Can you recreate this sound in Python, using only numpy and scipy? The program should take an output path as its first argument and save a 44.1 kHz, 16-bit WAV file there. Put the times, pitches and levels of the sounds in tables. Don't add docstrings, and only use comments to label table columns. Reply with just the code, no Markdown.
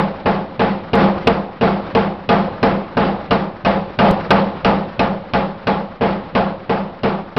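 import sys
import numpy as np
from scipy import signal
from scipy.fft import rfft, irfft
from scipy.io import wavfile
from scipy.ndimage import uniform_filter1d

SR = 44100
rng = np.random.default_rng(int(sys.argv[2]) if len(sys.argv) > 2 else 0)


def how_loud(loudness_db):
    steps = np.asarray(loudness_db, float) / 20
    return 10 ** steps


def pcm_store(signal):
    levels = np.round(np.clip(np.atleast_2d(signal), -1, 1) * 32767)
    wavfile.write(sys.argv[1], SR, levels.astype(np.int16).T)


N = 325458
LEAD = SR // 4
SKIP_S, SKIPPED = 4.1118, 1024
LONG = LEAD + N + SKIPPED


def evened(x):
    return x / np.sqrt(np.mean(x ** 2) + 1e-20)


def read(points, hz):
    f, value = np.transpose(points)
    return np.interp(np.log(hz + 1), np.log(f + 1), value)


def coloured(points, x):
    hz = np.fft.rfftfreq(x.shape[-1], 1 / SR)
    return evened(irfft(rfft(x) * how_loud(read(points, hz)), x.shape[-1]))


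def sine(hz, t):
    return np.sin(2 * np.pi * hz * t)


def decay(db, t, t60):
    return how_loud(db - 60 * t / t60)


def workshop_time(s):
    s = np.asarray(s)
    return s + (LEAD + SKIPPED * (s > SKIP_S)) / SR


def add(mix, s, sound):
    part = mix[int(round(s * SR)):][:len(sound)]
    part += sound[:len(part)]


# f/Hz, level/dB [per Hz]
HUM = [(15, -58.5), (25, -6), (115, -4.5), (194, -7.5), (267, -3), (451, -19.5), (541, 0), (620, -17.5),
       (814, -10), (4100, -27), (5770, -46), (7500, -79), (12700, -120)]


def hum():
    waver = evened(uniform_filter1d(rng.standard_normal(LONG), size=4000))
    return how_loud(-38.0 + 1.5 * waver) * coloured(HUM, rng.standard_normal(LONG))


def rustle():
    per_s, level_db, spread_db = 350, -46.5, 5
    strength = how_loud(spread_db * np.minimum(rng.exponential(1, LONG), 5))
    strength *= rng.random(LONG) < per_s / SR
    pitches = np.geomspace(300, 3600, num=12)
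    kind = rng.integers(0, len(pitches), LONG)
    t = np.arange(2048) / SR
    ticks = np.zeros(LONG)
    for k, hz in enumerate(pitches):
        tick = sine(hz, t) * how_loud(-60 * t * hz / 14 - 3.5 * np.log2(hz / 300))
        ticks += signal.oaconvolve(strength * (kind == k), tick)[:LONG]
    return how_loud(level_db) * evened(ticks)


def floor_thud(t):
    bumps = how_loud(-18.5) * sine(154, t) * decay(0, t, t60=0.042)
    bumps += how_loud(-27) * sine(330, t) * decay(0, t, t60=0.021)
    return -bumps * (1 - np.exp(-t / .0015))


# f/Hz, level/dB
CRACK = [(100, 6), (400, 2), (1500, -11.5), (2700, 1), (4070, -7.5), (5500, -7.5)]
# f/Hz, level/dB, t60/s
DIES = [
    (1210, -20, .15),
    (1540, -17, .06),
    (2190, -24, .06),
    (2560, -17, .04),
    (2820, -16, .045),
    (3430, -27, .05),
    (4070, -26, .06),
]


def cracks(t):
    burst = how_loud(-15.5) * coloured(CRACK, rng.standard_normal((len(BLOWS), len(t))))
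    burst *= decay(0, t, t60=.06) * np.minimum(t / 0.00054, 1)
    rings = 0
    for hz, db, t60 in DIES:
        landing_db = 4 * rng.standard_normal((len(BLOWS), 1))
        rings = rings + decay(db + landing_db, t, t60) * sine(hz, t)
    push = how_loud(-17.0) * np.sin(np.pi * np.minimum(t / 0.0011, 1))
    return burst - np.minimum(t / 0.0028, 1) * rings - push


def die_ping(t):
    return -decay(-15, t, t60=0.014) * sine(2683, t) * np.minimum(t / 0.00091, 1)


# f/Hz, level/dB, t60/s
FOUNDATION = [
    (47.8, -30.5, 0.89),
    (67, -26.5, 0.55),
    (110, -36.5, 0.41),
]


def foundation(t):
    return sum(decay(db, t, t60) * sine(hz, t) for hz, db, t60 in FOUNDATION)


# f/Hz, level/dB, t60/s, build-up/ms, polarity
MODES_OF_BASE = [(133.8, -3.1, 0.26, 2.4, -1), (161.6, -9.8, 1.11, 60.0, 1), (165.7, -0.6, 0.63, 60.0, -1),
                 (177.9, -12.0, 1.3, 60.0, -1), (184.8, 7.0, 0.35, 60.0, -1), (193.6, -5.6, 0.7, 1.5, -1),
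                 (197.8, 9.5, 0.57, 59.4, 1), (203.8, 4.2, 0.4, 60.0, 1), (214.6, -6.3, 0.85, 60.0, 1),
                 (220.1, 12.5, 0.23, 60.0, 1), (224.7, -1.3, 0.32, 1.7, -1)]
MODES_OF_ANVIL = [(242.0, 0.0, 0.2, 1.1, -1), (272.2, -12.5, 0.61, 1.0, 1), (349.0, -6.5, 0.72, 60.0, -1),
                  (383.4, -8.7, 0.48, 0.4, -1), (431.6, 7.6, 0.19, 60.0, 1), (456.0, 9.4, 0.18, 11.4, 1),
                  (502.0, -0.2, 0.24, 22.7, 1), (536.2, -3.2, 0.63, 60.0, 1), (551.1, -5.6, 0.5, 59.6, -1)]
MODES_OF_COLUMN = [(607.8, -0.4, 0.11, 0.4, -1), (644.8, 8.5, 0.16, 51.3, -1), (679.6, 17.7, 0.15, 59.9, 1),
                   (698.6, 2.7, 0.35, 1.4, -1), (700.3, 10.5, 0.26, 59.7, 1), (820.4, -6.7, 0.58, 60.0, 1),
                   (831.1, 12.0, 0.18, 60.0, 1), (840.8, 7.8, 0.25, 60.0, -1), (851.2, 7.3, 0.26, 60.0, -1),
                   (875.5, -2.8, 0.28, 12.3, -1)]
MODES_OF_FRAME = MODES_OF_BASE + MODES_OF_ANVIL + MODES_OF_COLUMN
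# f/Hz, level/dB
FRAME_DB = [(40, -9.5), (100, -19), (160, -15), (200, -15.5), (280, -17.5), (450, -16), (550, -11),
            (700, -16), (850, -15.5)]
# lowest f/Hz, highest f/Hz
DAMPED_HZ = (225, 500)


def ring(t, chance, anvil_db, detune, spread_db):
    hz, db, t60, rise_ms, sign = np.transpose(MODES_OF_FRAME)[:, :, None]
    level_db = db + read(FRAME_DB, hz) + spread_db * chance[:, :1]
    level_db += anvil_db * ((hz > DAMPED_HZ[0]) & (hz < DAMPED_HZ[1]))
    swing = sine(hz * (1 + detune * chance[:, 1:]), t)
    build_up = 1 - np.exp(-t * 1000 / rise_ms)
    return (sign * decay(level_db, t, t60) * build_up * swing).sum(0)


def tongs(t, anvil_db):
    return decay(-26.0 - 1.5 * anvil_db, t, t60=.9) * (1 - np.exp(-t / 0.026)) * sine(553, t)


# f/Hz, level/dB [per Hz]
CLATTER = [(18, -54), (30, -19), (81, -13), (186, -10), (361, -13), (430, -11), (668, -9.5), (745, -10.5),
           (832, -4), (950, -15), (1040, -9.5), (3260, -27.5), (5770, -39), (7500, -71.5), (12700, -120)]
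# f/Hz, t60/s
CLATTER_T60 = [(40, 0.15), (200, 0.84), (600, 0.92), (1500, 0.51), (3000, 0.56), (5500, 0.6)]
# f/Hz, likeness [0-1]
REPEAT = [(100, 0), (600, 0.65), (1500, 0.38), (4000, 0.5)]


def clatter(size, patchy_db):
    noise = rng.standard_normal((len(BLOWS) + 1, size))
    hz, t, z = signal.stft(noise, SR, nperseg=512, noverlap=384)
    same = np.clip(read(REPEAT, hz), 0, 1)[:, None]
    z = same * z[0] + np.sqrt(1 - same ** 2) * z[1:]
    patches = uniform_filter1d(rng.standard_normal(z.shape), size=9, axis=1)
    patches = evened(uniform_filter1d(patches, size=6, axis=2))
    fall_db = 60 * t / read(CLATTER_T60, hz)[:, None]
    z = z * how_loud(read(CLATTER, hz)[:, None] - fall_db + patchy_db * patches)
    out = signal.istft(z, SR, nperseg=512, noverlap=384)[1][:, :size]
    return out / out[:, :SR // 20].std()


REBOUND_HZ = (693, 794, 880)


def rebound(t, chance):
    late = np.maximum(t - .08 - .002 * chance[0], 0)
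    swing = sum(sine(hz, late) for hz in REBOUND_HZ)
    return decay(-19 + 2.5 * chance[1], late, t60=0.053) * (1 - np.exp(-late / .004)) * swing


# f/Hz, level/dB
PUFF = [(200, -15), (600, 0.5), (1200, 8.5), (2400, -4.5), (3500, -13), (5500, -15)]


def upstroke_puffs(t, stroke):
    air = coloured(PUFF, rng.standard_normal((len(BLOWS), len(t))))
    opening = t - .25 - .006 * stroke[:, :1]
    shape = sum(np.exp(-((opening - late) / .016) ** 2) for late in (0, .045))
    shape = shape + .35 * (opening > 0) * (t < .34)
    turn = np.maximum(t - .225, 0)
    cushion = decay(-30.5, turn, t60=0.18) * sine(100, turn)
    return how_loud(-37 + 1.2 * stroke[:, 1:]) * shape * air + cushion


# t/s, anvil ring level/dB, crack level/dB, camera gain/dB just after the crack, gain/dB once settled
BLOWS = [(-.0795, -0.5, -5, 19, 1.5), (0.2583, 2.5, -13, -1.3, -1.5), (0.5943, 4, -2.5, -1, 0.5),
         (0.9326, 5, 1, -1.1, 7.5), (1.271, 5, 2, -1.2, -2.5), (1.611, 4.5, -3, 0.4, 2),
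         (1.9501, 5, -2, -0.5, -.5), (2.29, 2.5, 1.5, 1.2, 3), (2.629, 4.5, -1, 0.5, 0.5),
         (2.9696, 3.5, 1, -2.2, 2.5), (3.3085, 0, 0, 1.2, -2), (3.649, -5, 1.5, 1.5, 0.5),
         (3.9887, -2.5, 3.5, 0.8, 7), (4.3059, -2, 5, 2.5, 2.5), (4.6471, -3, 2, 2.2, 1.5),
         (4.9934, -3, 1, -0.3, -2), (5.3357, -5, 1.5, -0.4, -2.5), (5.67, 0, 2, -1.5, -3),
         (6.0096, 5.5, -32, -2, -0.5), (6.351, 0, -1.5, 0.5, -2), (6.695, 3.5, -6.5, -3.5, -4),
         (7.034, 5.5, 0.5, -2.5, -3.5), (7.365, 5, -3, -0.6, -2)]


def hammer():
    size, out = SR // 2, np.zeros(LONG)
    t = np.arange(size) / SR
    fade = np.cos(np.pi * t / t[-1] / 2) ** .5
    tails = clatter(size, patchy_db=1.3) * (1 - np.exp(-t / 0.0032))
    crack, ping, sway, thud = cracks(t), die_ping(t), foundation(t), floor_thud(t)
    stroke = rng.standard_normal((len(BLOWS), 2))
    puffs = upstroke_puffs(t, stroke)
    chance = rng.standard_normal((len(BLOWS), len(MODES_OF_FRAME), 2))
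    for k, (s, anvil_db, crack_db, *_) in enumerate(BLOWS):
        blow = ring(t, chance[k], anvil_db, detune=0.0022, spread_db=-0.88)
        blow += how_loud(-13.5) * tails[k] + sway + tongs(t, anvil_db)
        blow += how_loud(3 * stroke[k, 1]) * ping + rebound(t, stroke[k])
        blow += how_loud(crack_db) * crack[k] + puffs[k]
        add(out, workshop_time(s) - .0002, fade * blow)
        add(out, workshop_time(s) - .0092, thud)
    return out


def uneven(x):
    return x - .4 * np.tanh(x ** 2)


def rounded(x, up, down):
    limit = np.where(x > 0, up, down)
    return limit * np.tanh(x / limit)


def camera_gain():
    s, _, _, early_db, settled_db = np.transpose(BLOWS)
    late_db = 0.89 * settled_db - 0.76
    times = workshop_time(s)[:, None] + [.006, .018, .1, .22]
    values = np.transpose([np.r_[0, late_db[:-1]], early_db, settled_db, late_db])
    return how_loud(np.interp(np.arange(LONG) / SR, times.ravel(), values.ravel()))


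def skip_block(x):
    cut = round(SKIP_S * SR)
    after = x[cut + SKIPPED:]
    jump = x[cut - 1] - after[0] - .22
    return np.r_[x[:cut], after + jump * np.exp(-np.arange(len(after)) / 40.)]


def scene():
    x = uneven(hammer() + hum() + rustle()) + rustle()
    x = rounded(x, up=.52, down=.75) * camera_gain()
    x = rounded(x, up=.95, down=1.05)
    x = signal.lfilter(*signal.butter(1, 22, "high", fs=SR), x)
    band_end = signal.firwin(111, 5450, window=("kaiser", 11), fs=SR)
    x = signal.oaconvolve(x, band_end, "same")[LEAD:]
    x = x - .06 * x ** 5
    return skip_block(x)[None]


def roll_off(x):
    return signal.sosfilt(signal.butter(12, 16100, fs=SR, output="sos"), x)


# t/s, level/dB
GRAZES = [
    (0.9548, -17),
    (1.2734, -25.5),
    (1.6503, -52.5),
    (2.6384, -24.5),
    (2.6608, -36.5),
    (3.3226, -40.5),
    (3.325, -30),
    (4.3073, -20.5),
    (4.3154, -37.5),
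    (4.6576, -44),
]


def record(dry):
    clipped = np.clip(dry - dry.mean() + .003, -.71, .71)
    tip = np.exp(-abs(np.arange(-8, 9)) / 1.2)
    for s, db in GRAZES:
        add(clipped[0], s, how_loud(db) * tip)
    return roll_off(clipped)


dry = scene()
out = record(dry)
pcm_store(out)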